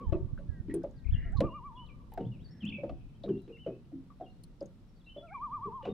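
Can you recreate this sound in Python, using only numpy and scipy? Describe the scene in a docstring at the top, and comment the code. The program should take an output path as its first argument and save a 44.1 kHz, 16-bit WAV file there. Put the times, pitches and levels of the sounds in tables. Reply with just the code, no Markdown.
"""Small boat on a lake

A loon gives its quivering call, a songbird whistles, a far crow caws, and the wooded shore
sends back a soft echo. Little waves trap air and knock under the hull, drops tick, water stirs
and leaves hiss. Swirling wind rumbles on the two microphone openings."""
import sys
import numpy as np
from scipy import signal
from scipy.io import wavfile

SR = 44100
rng = np.random.default_rng(int(sys.argv[2]) if len(sys.argv) > 2 else 0)


def master(y):
    """Save y as 16-bit WAV."""
    cut = np.clip(np.atleast_2d(y).T, -1, 1)
    pcm = np.round(cut * 32767)  # scale
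    wavfile.write(sys.argv[1], SR, pcm.astype(np.int16))


N = 261513
T = np.arange(N) / SR


def from_db(db):
    """Turn decibels into a number to multiply a sound by."""
    return 10 ** (np.asarray(db) / 20)


def unit_level(x):
    """Scale a signal so its average strength (rms) is 1."""
    return x / np.sqrt(np.mean(x ** 2) + 1e-20)


def left_right(level_db, pan_db):
    """Gains for the two sides; the left is pan_db louder than the right."""
    return from_db([[level_db + pan_db / 2], [level_db - pan_db / 2]])


def at_hz(table, hz):
    """Read a (frequency, value) table between its rows."""
    frequencies, values = np.transpose(table)
    return np.interp(np.log(hz), np.log(frequencies), values)


def band(x, low_hz, high_hz, order=2):
    """Keep the part of a sound between two frequencies."""
    return signal.sosfilt(signal.butter(order, [low_hz, high_hz], "band", fs=SR, output="sos"), x)


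def drift(rate_hz):
    """A smooth random wobble, about 1 in size."""
    r = np.exp(-80 * np.pi * rate_hz / SR)
    slow = signal.lfilter([1], [1, -2 * r, r * r], rng.standard_normal(N // 40 + 2002))[2000:]
    return np.interp(np.arange(N) / 40, np.arange(len(slow)), unit_level(slow))


def add(out, start_s, sound):
    """Mix a sound in at the given time."""
    i = max(round(start_s * SR), 0)
    out[..., i:i + sound.shape[-1]] += sound[..., :out.shape[-1] - i]


def flickering_noise(spectrum, likeness, flicker_db, rate_hz):
    """Stereo noise in half-octave bands, each with its own level, flicker and left-right likeness."""
    out, shared_drift = 0, drift(rate_hz / 3)
    edges = 16 * 2 ** np.arange(0, 10.1, .5)
    white = rng.standard_normal((2, 2, N))
    for k, (low, high) in enumerate(zip(edges, edges[1:])):
        hz = np.sqrt(low * high)
        if spectrum[0][0] / 1.3 < hz < spectrum[-1][0] * 1.3:
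            mid, side = band(white[k % 2], low, high)
            alike = at_hz(likeness, hz)
            gain = from_db(at_hz(spectrum, hz) + flicker_db * (shared_drift + drift(rate_hz)))
            out = out + gain * (np.sqrt(1 + alike) * mid + np.sqrt(1 - alike) * side * [[1], [-1]])
    return unit_level(out)


# How much of each overtone the loon's throat lets through: (frequency [Hz], gain [dB])
THROAT_GAINS = [(1250, -12.5), (1400, -3.5), (1650, -13.5), (1900, -50.5), (2200, -46.5), (2340, -26.5),
                (2440, -28), (2850, -54), (3200, -38.5), (3450, -49), (3560, -64.5), (3700, -69.5)]
def loon_voice(hz, level_db, lift_db, fade_s=.013):
    """A pure tone plus two overtones shaped by the throat; lift_db changes the lower overtone."""
    t = np.arange(len(hz)) / SR
    phase = 2 * np.pi * np.cumsum(hz) / SR
    second = from_db(at_hz(THROAT_GAINS, 2 * hz) + lift_db) * np.sin(2 * phase)
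    third = from_db(at_hz(THROAT_GAINS, 3 * hz)) * np.sin(3 * phase)
    fade = np.clip(np.minimum(t, t[-1] - t) / fade_s, 0, 1)
    return np.sqrt(2) * from_db(level_db) * fade * (np.sin(phase) + second + third)


# The low note that opens each call: (time from the quiver's start [s], pitch [Hz], level vs call [dB])
OPENING_NOTE = [(-.118, 665.5, -21), (-.09, 690, -18), (-.052, 626, -23.5), (.003, 846, -8)]
# Quivering calls: (start [s], length [s], level at top pitch [dB], bottom pitch [Hz], its sag [Hz/s],
# droop of the top pitch [Hz/s^2], slowing of the quiver [Hz/s], overtone lift [dB], head start [swings])
LOON_CALLS = [(-.4, 0.53, -46.5, 950, 169.3, 1305, 7.7, 8.5, 0),
              (1.36, 0.491, -43.5, 999.6, 310, 3394, 24.8, 3.5, .065),
              (5.34, .495, -36, 925.5, 130, 2600, 9.0, -8.5, .01)]
def loon(top_hz=1206, quiver_hz=9.6, max_swings=4.5, lead_s=.6):
    """A low note, then a tone that swings up and down in pitch. 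Begins lead_s before the scene."""
    out = np.zeros(N + round(lead_s * SR))
    times, pitches, levels = np.transpose(OPENING_NOTE)
    rows = np.arange(len(times))
    place = np.interp(np.arange(times[0], times[-1], 1 / SR), times, rows)
    place = np.floor(place) + .5 - .5 * np.cos(np.pi * (place % 1))   # ease from row to row
    opening_hz, opening_db = np.interp(place, rows, pitches), np.interp(place, rows, levels)
    for start, length, level_db, bottom_hz, sag, droop, slowing, lift_db, head_start in LOON_CALLS:
        t = np.arange(0, length, 1 / SR)
        swing_rate = quiver_hz - slowing * np.maximum(t - .28, 0)
        swings = np.minimum(head_start + np.cumsum(swing_rate) / SR, max_swings)
        # the top starts a little low, and falls again as the bird tires
        top = top_hz - 40 * np.maximum(1 - swings, 0) - droop * np.maximum(t - .2, 0) ** 2
        bottom = bottom_hz - sag * t
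        height = (.5 + .5 * np.cos(2 * np.pi * swings)) ** .78   # lingers near the top
        hz = bottom + (top - bottom) * height
        call_db = level_db + .0425 * (hz - top_hz)   # higher is louder
        add(out, lead_s + start, loon_voice(hz, call_db, lift_db))
        add(out, lead_s + start + times[0], loon_voice(opening_hz, level_db + opening_db, lift_db=-.5))
    return out


def shore_echo(sound, delay_s, fade_s, bank_db, bank_s=.28, flutter_db=3.5):
    """Trees scatter a sound into echoes that fall 60 dB in fade_s; the far bank adds a late swell."""
    t = np.arange(0, 1, 1 / SR)
    shape = from_db(-60 * t / fade_s) * np.clip((t - delay_s) / .007, 0, 1)
    shape += from_db(bank_db) * np.exp(-((t - bank_s) / .18) ** 2)
    cloud = rng.standard_normal((2, len(t))) * shape
    cloud /= np.sqrt(np.sum(cloud ** 2) / 2)
    echo = signal.fftconvolve(sound[None], cloud, axes=1)[:, :len(sound)]
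    return echo[:, -N:] * from_db(flutter_db * drift(40))   # moving leaves blur it


# The wind's rise and fall: (time [s], relative level [dB], left minus right [dB])
GUSTS = [(0.04, -49, -8), (0.246, -44, 1.0), (0.572, -51, -12), (0.66, -54.5, 11.0), (0.976, -55, -4.5),
         (1.008, -55, 13.5), (1.236, -40, -1.0), (1.418, -44.5, -10), (1.608, -54, 10.0),
         (1.842, -55.5, -2), (1.9, -56.5, 19), (2.0, -55.5, 2.5), (2.38, -50, 2), (2.64, -69, 1.0),
         (2.7, -55, 1), (2.84, -66, -2), (2.92, -45, 2.5), (3.16, -58, 2.0), (5.15, -62, -0.5),
         (5.88, -57.5, 3.0)]
# The wind's deep tone: (frequency [Hz], relative level [dB])
WIND_SPECTRUM = [(11, -31), (18, 10.5), (48, 12.5), (77, 1.5), (129, -26.5), (184, -22.5), (226, -20),
                 (309, -21.5), (400, -34), (520, -77), (880, -120)]
def wind():
    """Swirling air rumbles differently on each microphone opening."""
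    times, level_db, pan_db = np.transpose(GUSTS)
    left_db = np.interp(T, times, level_db + pan_db / 2)
    right_db = np.interp(T, times, level_db - pan_db / 2)
    rumble = flickering_noise(WIND_SPECTRUM, [(20, .012), (400, .019)], flicker_db=1.5, rate_hz=30)
    return np.sqrt(2) * from_db([left_db, right_db]) * rumble


# How alike the two sides are, for the water and the hiss: (frequency [Hz], likeness [0 to 1])
SIDE_LIKENESS = [(100, 1), (300, 0.97), (1000, 0.35), (3000, 0.11), (8000, 0.057)]
# The water's rise and fall: (time [s], level [dB])
WATER_LEVELS = [(0.0, -46), (0.21, -47.5), (1.05, -51.5), (1.3, -48.5), (1.74, -55.5), (2.04, -54.5),
                (2.4, -51.5), (2.76, -49.5), (2.94, -55.5), (3.81, -55.5), (4.86, -58.5), (5.9, -54)]
# The water's low tone: (frequency [Hz], relative level [dB])
WATER_SPECTRUM = [(60, -11.5), (100, 0), (140, 1.5), (200, -0.5), (280, -12), (420, -21.5)]
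def stirring_water():
    """Water moving round the boat makes a low murmur."""
    level_db = np.interp(T, *np.transpose(WATER_LEVELS))
    return from_db(level_db) * flickering_noise(WATER_SPECTRUM, SIDE_LIKENESS, flicker_db=1, rate_hz=6.2)


# The tone of the background hiss: (frequency [Hz], relative level [dB])
HISS_SPECTRUM = [(150, -16.5), (250, -6), (318, -8.5), (385, -7.5), (563, -12.5), (730, -14.5), (1140, -16),
                 (2060, -24.5), (3010, -22.5), (6120, -30), (7020, -34.5), (9920, -34.5), (12200, -50),
                 (13500, -42.5), (15600, -55.5)]
def leaves_and_hiss(level_db=-70.5):
    """Leaves and the microphone's own noise make a faint, almost steady hiss."""
    return from_db(level_db) * flickering_noise(HISS_SPECTRUM, SIDE_LIKENESS, flicker_db=.25, rate_hz=9)


# Air pockets trapped under the hull: (time [s], level [dB], pitch [Hz], length [s],
# slosh vs knock [dB], relative slap level [dB])
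AIR_POCKETS = [(.009, -44.5, 470, 0.015, -8, -53), (.122, -30.5, 348.5, 0.032, -8.5, -56),
               (.123, -26.5, 569, 0.011, -7, -42), (.149, -42, 377, 0.016, 1, -65),
               (.388, -47.5, 572, 0.016, -7, -54), (.674, -51, 167, 0.011, -1, -65),
               (.683, -34, 302, 0.0098, -3, -57.5), (.709, -41.5, 292, 0.032, -16, -49.5),
               (.739, -25, 377, .011, -4.5, -45), (.758, -45, 376, 0.023, -12, -72),
               (.837, -28.5, 577, .014, -16, -68), (1.389, -32, 179, 0.011, -4.5, -54),
               (1.406, -18, 524, 0.0081, -29.5, -30), (1.424, -30, 492.5, 0.021, -20, -55),
               (1.433, -26, 545, 0.0091, -8, -63), (2.12, -47, 808, 0.0086, 1, -54.5),
               (2.175, -29, 678, 0.0097, -12, -43), (2.199, -33, 235, .011, -29, -56),
               (2.206, -33, 435, 0.0094, -6, -49), (2.23, -47.5, 159, 0.041, -15, -60),
               (2.254, -37, 155, 0.0092, -1.5, -69), (2.621, -39, 223.3, 0.053, -10, -50.5),
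               (2.63, -34.5, 216, .013, -1.5, -49.5), (2.668, -40, 214, .023, -5, -51.5),
               (2.782, -38.5, 552, .019, -9, -70), (2.833, -27, 550, 0.013, -14, -73),
               (2.894, -35, 612, 0.0093, -11, -43), (2.899, -47, 261, 0.029, -13, -66),
               (3.238, -33.5, 573, 0.011, -10.5, -61), (3.259, -34.5, 420, 0.014, -12.5, -52),
               (3.288, -22.5, 370, 0.018, -15, -49.5), (3.319, -40, 235.5, 0.027, -4.5, -64.5),
               (3.353, -37, 370, .018, -9, -70), (3.478, -43, 370, 0.0094, -11.5, -53),
               (3.498, -42, 435, .019, -13, -64), (3.663, -27, 520, 0.0093, -10.5, -54),
               (3.669, -36.5, 381, .014, -0.5, -59.5), (3.674, -37.5, 610, 0.029, -24, -59),
               (3.699, -42, 546, 0.011, -12, -69), (3.918, -55, 604, 0.0083, -16, -66),
               (3.925, -39, 273.5, 0.023, -3, -67), (4.2, -42, 636, 0.0094, -18, -72),
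               (4.208, -33.5, 668, 0.0119, -13, -75), (4.222, -48.5, 642, 0.014, -7, -76),
               (4.612, -31.5, 555, 0.015, -15, -67), (4.625, -44, 570, 0.019, -16, -79),
               (5.161, -36, 581.4, 0.027, -8.5, -68), (5.655, -35.5, 410, 0.036, -17, -61),
               (5.689, -60, 195, 0.02, 1.5, -63), (5.829, -44.5, 518, 0.021, 7, -47.5),
               (5.853, -36, 696, 0.01, -7.5, -38), (5.873, -28, 418, 0.015, -11, -53),
               (5.899, -43, 195, 0.077, -11, -69)]
def knocks(pitch_rise=.041, thump_db=-12, slosh_fade_s=.26):
    """Each air pocket rings briefly at a rising pitch, with a thump and a slap; then water sloshes."""
    out, t = np.zeros(N), np.arange(0, .4, 1 / SR)
    noise = rng.standard_normal((len(AIR_POCKETS), 3, len(t)))
    onset = np.clip(t / .003, 0, 1)
    for (start, level_db, hz, length, slosh_db, slap_db), (spray, push, scatter) in zip(AIR_POCKETS, noise):
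        progress = np.clip(t / length, 0, 1)
        swell = np.sin(np.pi * progress ** .8) ** 1.5
        ring = swell * np.sin(2 * np.pi * hz * t * (1 + pitch_rise * progress))
        thump = from_db(thump_db - 60 * t / .13) * unit_level(band(push, .36 * hz, .89 * hz)) * onset
        slap = from_db(slap_db - 1.5 - 60 * t / .043) * band(spray, 800, 3200, order=3)
        knock = from_db(level_db) * (ring + thump) + slap
        fade_s = slosh_fade_s * (400 / hz) ** .47   # low pockets are large and slosh longer
        scatter = scatter * from_db(-60 * t / fade_s) * progress ** 2
        slosh = unit_level(signal.fftconvolve(knock, scatter)[:len(t)]) * np.sqrt(np.mean(knock ** 2))
        add(out, start, knock + from_db(slosh_db) * slosh)
    return out


# The hull's own notes: (pitch [Hz], relative level [dB], time to fade by 60 dB [s])
HULL_NOTES = [(122.1, -2.5, 0.28), (162.3, -7.5, 0.24), (209.5, -2.5, 0.13), (265.6, -8.5, 0.17),
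              (335.5, -6.5, 0.19), (364.2, -11, 0.16), (403, -5.5, 0.076), (450.8, -8.5, 0.1),
              (513.6, -13, 0.18), (519.2, -10, 0.093), (580, -6, 0.072), (640, -6.5, 0.049),
              (744, -15, 0.24), (761, -12, 0.074), (913, -11.5, 0.29), (1112, -16, 0.31)]
def hull_ring(knocking, gain_db=-38):
    """The knocks shake the hull, which rings on at its own notes."""
    out = 0
    for k, (hz, level_db, fade_s) in enumerate(HULL_NOTES):
        decay, step = from_db(-60 / (fade_s * SR)), 2 * np.pi * hz / SR
        ring = signal.lfilter([0, np.sin(step)], [1, -2 * decay * np.cos(step), decay ** 2], knocking + 1e-18)
        out += (-1) ** k * from_db(level_db + gain_db) * ring
    return out


# The songbird's notes: (start [s], length [s], first pitch [Hz], middle pitch [Hz], last pitch [Hz],
# first level [dB], last level [dB])
WHISTLES = [(0.029, 0.058, 3290, 3090, 3360, -79, -80), (.96, .045, 4850, 4400, 3380, -77, -76),
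            (1.042, 0.038, 2720, 2080, 2770, -69, -62), (1.073, 0.026, 2770, 2250, 2150, -58.5, -72.5),
            (1.098, 0.022, 2200, 2800, 3456, -66, -71), (1.118, 0.023, 3440, 3460, 3370, -69.5, -60.5),
            (1.138, .04, 3390, 2770, 3160, -55, -60), (1.221, 0.038, 2840, 2870, 2930, -70.5, -63.5),
            (1.43, .03, 2760, 2460, 2980, -71, -69.5), (1.458, .02, 3000, 2830, 2620, -70, -65),
            (1.498, 0.073, 2760, 2850, 2780, -58.5, -66.5), (1.752, 0.021, 3267, 3350, 3390, -73, -57),
            (1.769, 0.022, 3080, 2850, 2920, -58.5, -55), (1.787, 0.07, 2908, 3000, 2985, -55, -66),
            (1.858, 0.047, 4690, 2990, 2360, -72, -60), (1.9, 0.025, 2330, 2360, 2340, -61, -68),
            (2.203, .04, 2870, 2900, 2430, -66.5, -75.5), (2.244, 0.035, 2460, 3450, 3340, -67.5, -71.5),
            (2.315, 0.062, 2960, 2640, 2196, -61, -81), (2.386, .055, 2186, 3300, 3970, -71, -77),
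            (2.443, 0.029, 4770, 4520, 4400, -62.5, -63), (2.477, .025, 3060, 4300, 5300, -78, -74),
            (2.505, 0.038, 5356, 5390, 5400, -72, -72.5), (2.565, .025, 5410, 5400, 5400, -77, -78),
            (2.604, .047, 3380, 2860, 2450, -57, -43), (2.647, .039, 2440, 3053, 3630, -44, -52.5),
            (2.687, .025, 3664, 2960, 2420, -53.5, -47.5), (2.72, 0.049, 2150, 2632, 2330, -46.5, -46.5),
            (2.769, 0.024, 2340, 2316, 2260, -52, -54), (3.145, .025, 2950, 3160, 3390, -73, -77),
            (3.29, .028, 3270, 2950, 2760, -66, -70), (3.315, .052, 2770, 2750, 2790, -68, -68),
            (3.365, .045, 2770, 3780, 4145, -72, -77), (3.41, .06, 4040, 3890, 4040, -82.5, -79.5),
            (3.488, 0.034, 2890, 2460, 2960, -77, -71), (3.522, .048, 2939, 2750, 2710, -63.5, -58.5),
            (3.58, .075, 2760, 3036, 2700, -66.5, -62.5), (3.657, 0.036, 3070, 3003, 2960, -60, -72),
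            (3.672, 0.09, 2554, 2520, 2710, -69, -77), (4.21, 0.048, 4400, 3360, 3220, -86, -68.5),
            (4.259, 0.031, 2950, 2780, 2895, -64, -71), (4.293, 0.042, 3300, 4280, 3440, -75, -83),
            (4.879, 0.037, 5512, 5450, 5400, -78.5, -86), (4.955, .04, 5050, 4440, 4700, -84, -76.5),
            (4.991, 0.032, 4200, 3700, 3250, -80, -64.5), (5.04, .05, 3210, 4070, 3340, -72, -79),
            (5.061, .032, 2810, 2716, 2770, -60, -56.5), (5.089, 0.049, 2945, 3060, 2900, -57, -61.5),
            (5.14, 0.048, 2910, 3105, 2906, -62.5, -70.5), (5.171, 0.06, 3426, 3408, 3400, -54, -72.5),
            (5.267, 0.043, 2850, 2310, 2160, -66.5, -58.5), (5.319, 0.041, 2050, 2370, 2270, -63, -57.5),
            (5.837, .04, 2860, 2900, 2650, -53, -73), (5.887, 0.043, 3640, 3674, 3660, -60, -68)]
def songbird(flutter_db=2.5, fade_s=.006):
    """Pure whistles slide through three pitches; moving air and leaves make them flutter."""
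    out = np.zeros(N)
    for start, length, first_hz, middle_hz, last_hz, first_db, last_db in WHISTLES:
        place = np.linspace(-1, 1, round(length * SR))   # 0 is the middle of the note
        bend_hz = (first_hz + last_hz) / 2 - middle_hz
        hz = middle_hz + (last_hz - first_hz) / 2 * place + bend_hz * place ** 2
        fade = np.clip((1 - np.abs(place)) * length / 2 / fade_s, 0, 1)
        level = from_db(np.interp(place, [-1, 1], [first_db, last_db]))
        add(out, start, np.sqrt(2) * fade * level * np.sin(2 * np.pi * np.cumsum(hz) / SR))
    return out * from_db(flutter_db * drift(33))


# The hardest hits of wind: (time [s], level [dB], pitch [Hz], left minus right [dB])
WIND_HITS = [(.062, -26.5, 54, -16), (.086, -27, 66, 18), (0.119, -26.5, 86, 23), (.147, -31.5, 72, -19),
             (.202, -35.5, 85, 21), (.221, -32, 91, -21), (.243, -34.5, 84, -25), (.326, -31.5, 86.4, -20),
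             (.486, -32, 69.4, -24.5), (.51, -36.5, 61, -18), (.596, -33.5, 80, -19),
             (1.052, -31.5, 54, 23.5), (1.083, -25.5, 51.5, 20.5), (1.119, -19.5, 68, -12.5),
             (1.141, -24, 85, 22), (1.173, -29.5, 63.3, -15), (1.251, -36, 64, 23),
             (1.349, -27, 71.4, -20.5), (1.379, -25, 74, -19), (1.443, -25, 96, -6)]
def wind_thumps(cycles=1.55):
    """A swirl of air hits the microphone as a short, low pressure wave, a quarter cycle apart per side."""
    out = np.zeros((2, N))
    for start, level_db, hz, pan_db in WIND_HITS:
        turns = np.arange(0, cycles, hz / SR)
        push = np.hanning(len(turns)) * np.sin(2 * np.pi * (turns + [[0], [.25]]))
        add(out, start, left_right(level_db, pan_db) * push)
    return out


# Drops of water: (time [s], level [dB], pitch [Hz], time to fade by 60 dB [s; capped at 0.15],
# left minus right [dB], spray level [dB])
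WATER_DROPS = [(.0917, -71, 7000, .013, 17, -91), (0.1262, -45.5, 1143, 0.17, 0, -63),
               (.129, -52, 2640, 0.059, -7, -90), (0.149, -61, 2530, .05, 7.5, -93),
               (0.3754, -51, 1503, 0.066, 2, -80), (.6963, -46.5, 1926, 0.1, -5, -85),
               (0.7095, -49, 1933, 0.079, 3, -85), (0.7398, -46.5, 9100, 0.057, 2, -69),
               (0.8182, -58, 1515, .063, .5, -85), (0.833, -57, 5100, .01, 3, -66),
               (.9093, -70, 6600, .021, 0, -90), (1.3214, -67.5, 7800, .022, 6, -90),
               (1.3698, -51.5, 4140, 0.083, 5, -70), (1.4046, -36, 4020, 0.0095, 1, -44),
               (2.1171, -71, 9940, .05, -2, -80), (2.137, -55, 12100, 0.021, 1, -58),
               (2.175, -40.5, 1550, .027, 0, -62), (2.6511, -53.5, 7160, 0.0094, 0, -68),
               (2.695, -62.5, 4300, 0.024, 11, -82), (2.894, -48, 1163, 0.059, 2, -74),
               (3.235, -52, 3810, 0.095, 4.5, -76), (3.2798, -52, 1146, 0.035, 5.5, -81),
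               (3.4176, -72, 9660, .027, -5, -80), (3.5698, -66.5, 2150, .11, 3, -87),
               (4.102, -52.5, 1153, 0.099, 3, -90), (4.435, -56, 9420, 0.036, 1.5, -66),
               (4.437, -53.5, 4320, .03, 6, -80), (4.6064, -58, 4880, 0.044, 5, -78),
               (4.6254, -68, 6460, .03, 5, -78), (4.6578, -60.5, 6530, 0.033, 8, -84),
               (5.8242, -60, 2870, 0.054, 7, -77), (5.8536, -43.5, 1076, 0.08, 0, -72)]
def drops(roughness=.6, puff_db=-4):
    """Each drop makes a small rough ring, a puff of noise around that pitch and a hiss of fine spray."""
    out, t = np.zeros((2, N)), np.arange(0, .2, 1 / SR)
    noise = rng.standard_normal((len(WATER_DROPS), 3, len(t)))
    for (start, level_db, hz, fade_s, pan_db, spray_db), rows in zip(WATER_DROPS, noise):
        mono, stereo = rows[0], rows[1:]
        rough = roughness * unit_level(band(mono, .9 * hz, 1.1 * hz))
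        ring = (np.sin(2 * np.pi * hz * t) + rough) * from_db(-60 * t / min(fade_s, .15))
        puff = from_db(puff_db - 60 * t / .038) * band(stereo, .5 * hz, 1.54 * hz, order=3)
        spray = from_db(spray_db - level_db - 60 * t / .025) * band(stereo + mono, 3500, 10500, order=3)
        onset = np.sin(np.pi / 2 * np.clip(t / (.001 + 2 / hz), 0, 1)) ** 2
        add(out, start, left_right(level_db, pan_db) * onset * (ring + puff + spray))
    return out


# The far crow's calls: (start [s], length [s], first pitch [Hz], last pitch [Hz], mid-call level [dB],
# throat note [Hz], hoarseness [0 to 1])
CAWS = [(.47, .16, 345.5, 297.4, -66.5, 1665, 0), (.92, 0.15, 330, 304, -76.5, 1660, 0.05),
        (1.11, 0.24, 126.5, 130.3, -57.5, 1839, .7), (2.42, 0.29, 129.7, 133, -74.5, 1770, .8)]
def crow(width_hz=250, swell_db=11, opening_hz=150):
    """A buzzy, hoarse voice; only the part near the note the throat rings at carries this far."""
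    out = np.zeros(N)
    low_pass = signal.butter(2, .7 * width_hz, fs=SR, output="sos")
    breath = signal.sosfilt(low_pass, rng.standard_normal((2, N)))
    harmonics = np.arange(2, 24)[:, None]   # whole multiples of the pitch
    for start, length, first_hz, last_hz, level_db, throat_hz, hoarse in CAWS:
        place = np.linspace(-1, 1, round(length * SR))
        hz = np.interp(place, [-1, 1], [first_hz, last_hz])
        centre_hz = throat_hz - opening_hz * ((place - .2) ** 2 - .5)   # highest near mid-call
        weights = np.exp(-((harmonics * hz - centre_hz) / width_hz) ** 2)
        buzz = np.sum(weights * np.cos(2 * np.pi * harmonics * np.cumsum(hz) / SR), axis=0)
        breath_a, breath_b = breath[:, round(start * SR):][:, :len(place)]
        phase = 2 * np.pi * np.cumsum(centre_hz) / SR
        rasp = breath_a * np.cos(phase) + breath_b * np.sin(phase)   # noise moved up to the throat note
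        voice = (1 - hoarse) * unit_level(buzz) + hoarse * unit_level(rasp)
        fade = np.clip((1 - np.abs(place)) * length / .042, 0, 1)
        add(out, start, from_db(level_db - swell_db * place ** 2) * fade * unit_level(voice))
    return out


def scene():
    """Mix the birds, the boat, their echoes, the water and the wind in stereo."""
    call, song, caw = loon(), songbird(), crow()
    slightly_left = left_right(0, pan_db=.6)
    birds = call[-N:] * slightly_left + song * from_db([[.1], [-1.5]]) + caw
    tree_birds = from_db(-5.5) * song + from_db(-8) * caw
    echoes = from_db(-15) * shore_echo(call, delay_s=.0075, fade_s=.25, bank_db=-17)
    echoes += shore_echo(tree_birds, delay_s=.01, fade_s=.26, bank_db=-36.5)
    knocking = knocks()
    boat = knocking + hull_ring(knocking)
    echoes += from_db(-23.5) * shore_echo(boat, delay_s=.0014, fade_s=.2, bank_db=-53)
    water = boat * slightly_left + drops() + stirring_water()
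    return birds + echoes + water + leaves_and_hiss() + wind() + wind_thumps()


def record(dry, cutoff_hz=15700):
    """The microphone lifts the high treble and cuts everything above it; the very end fades out."""
    brightened = dry + .8 * band(dry, 12800, 15400)
    out = signal.sosfilt(signal.ellip(10, .5, 70, cutoff_hz, fs=SR, output="sos"), brightened)
    return out * np.clip((T[-1] - T) / .004, 0, 1)


dry = scene()
out = record(dry)
master(out)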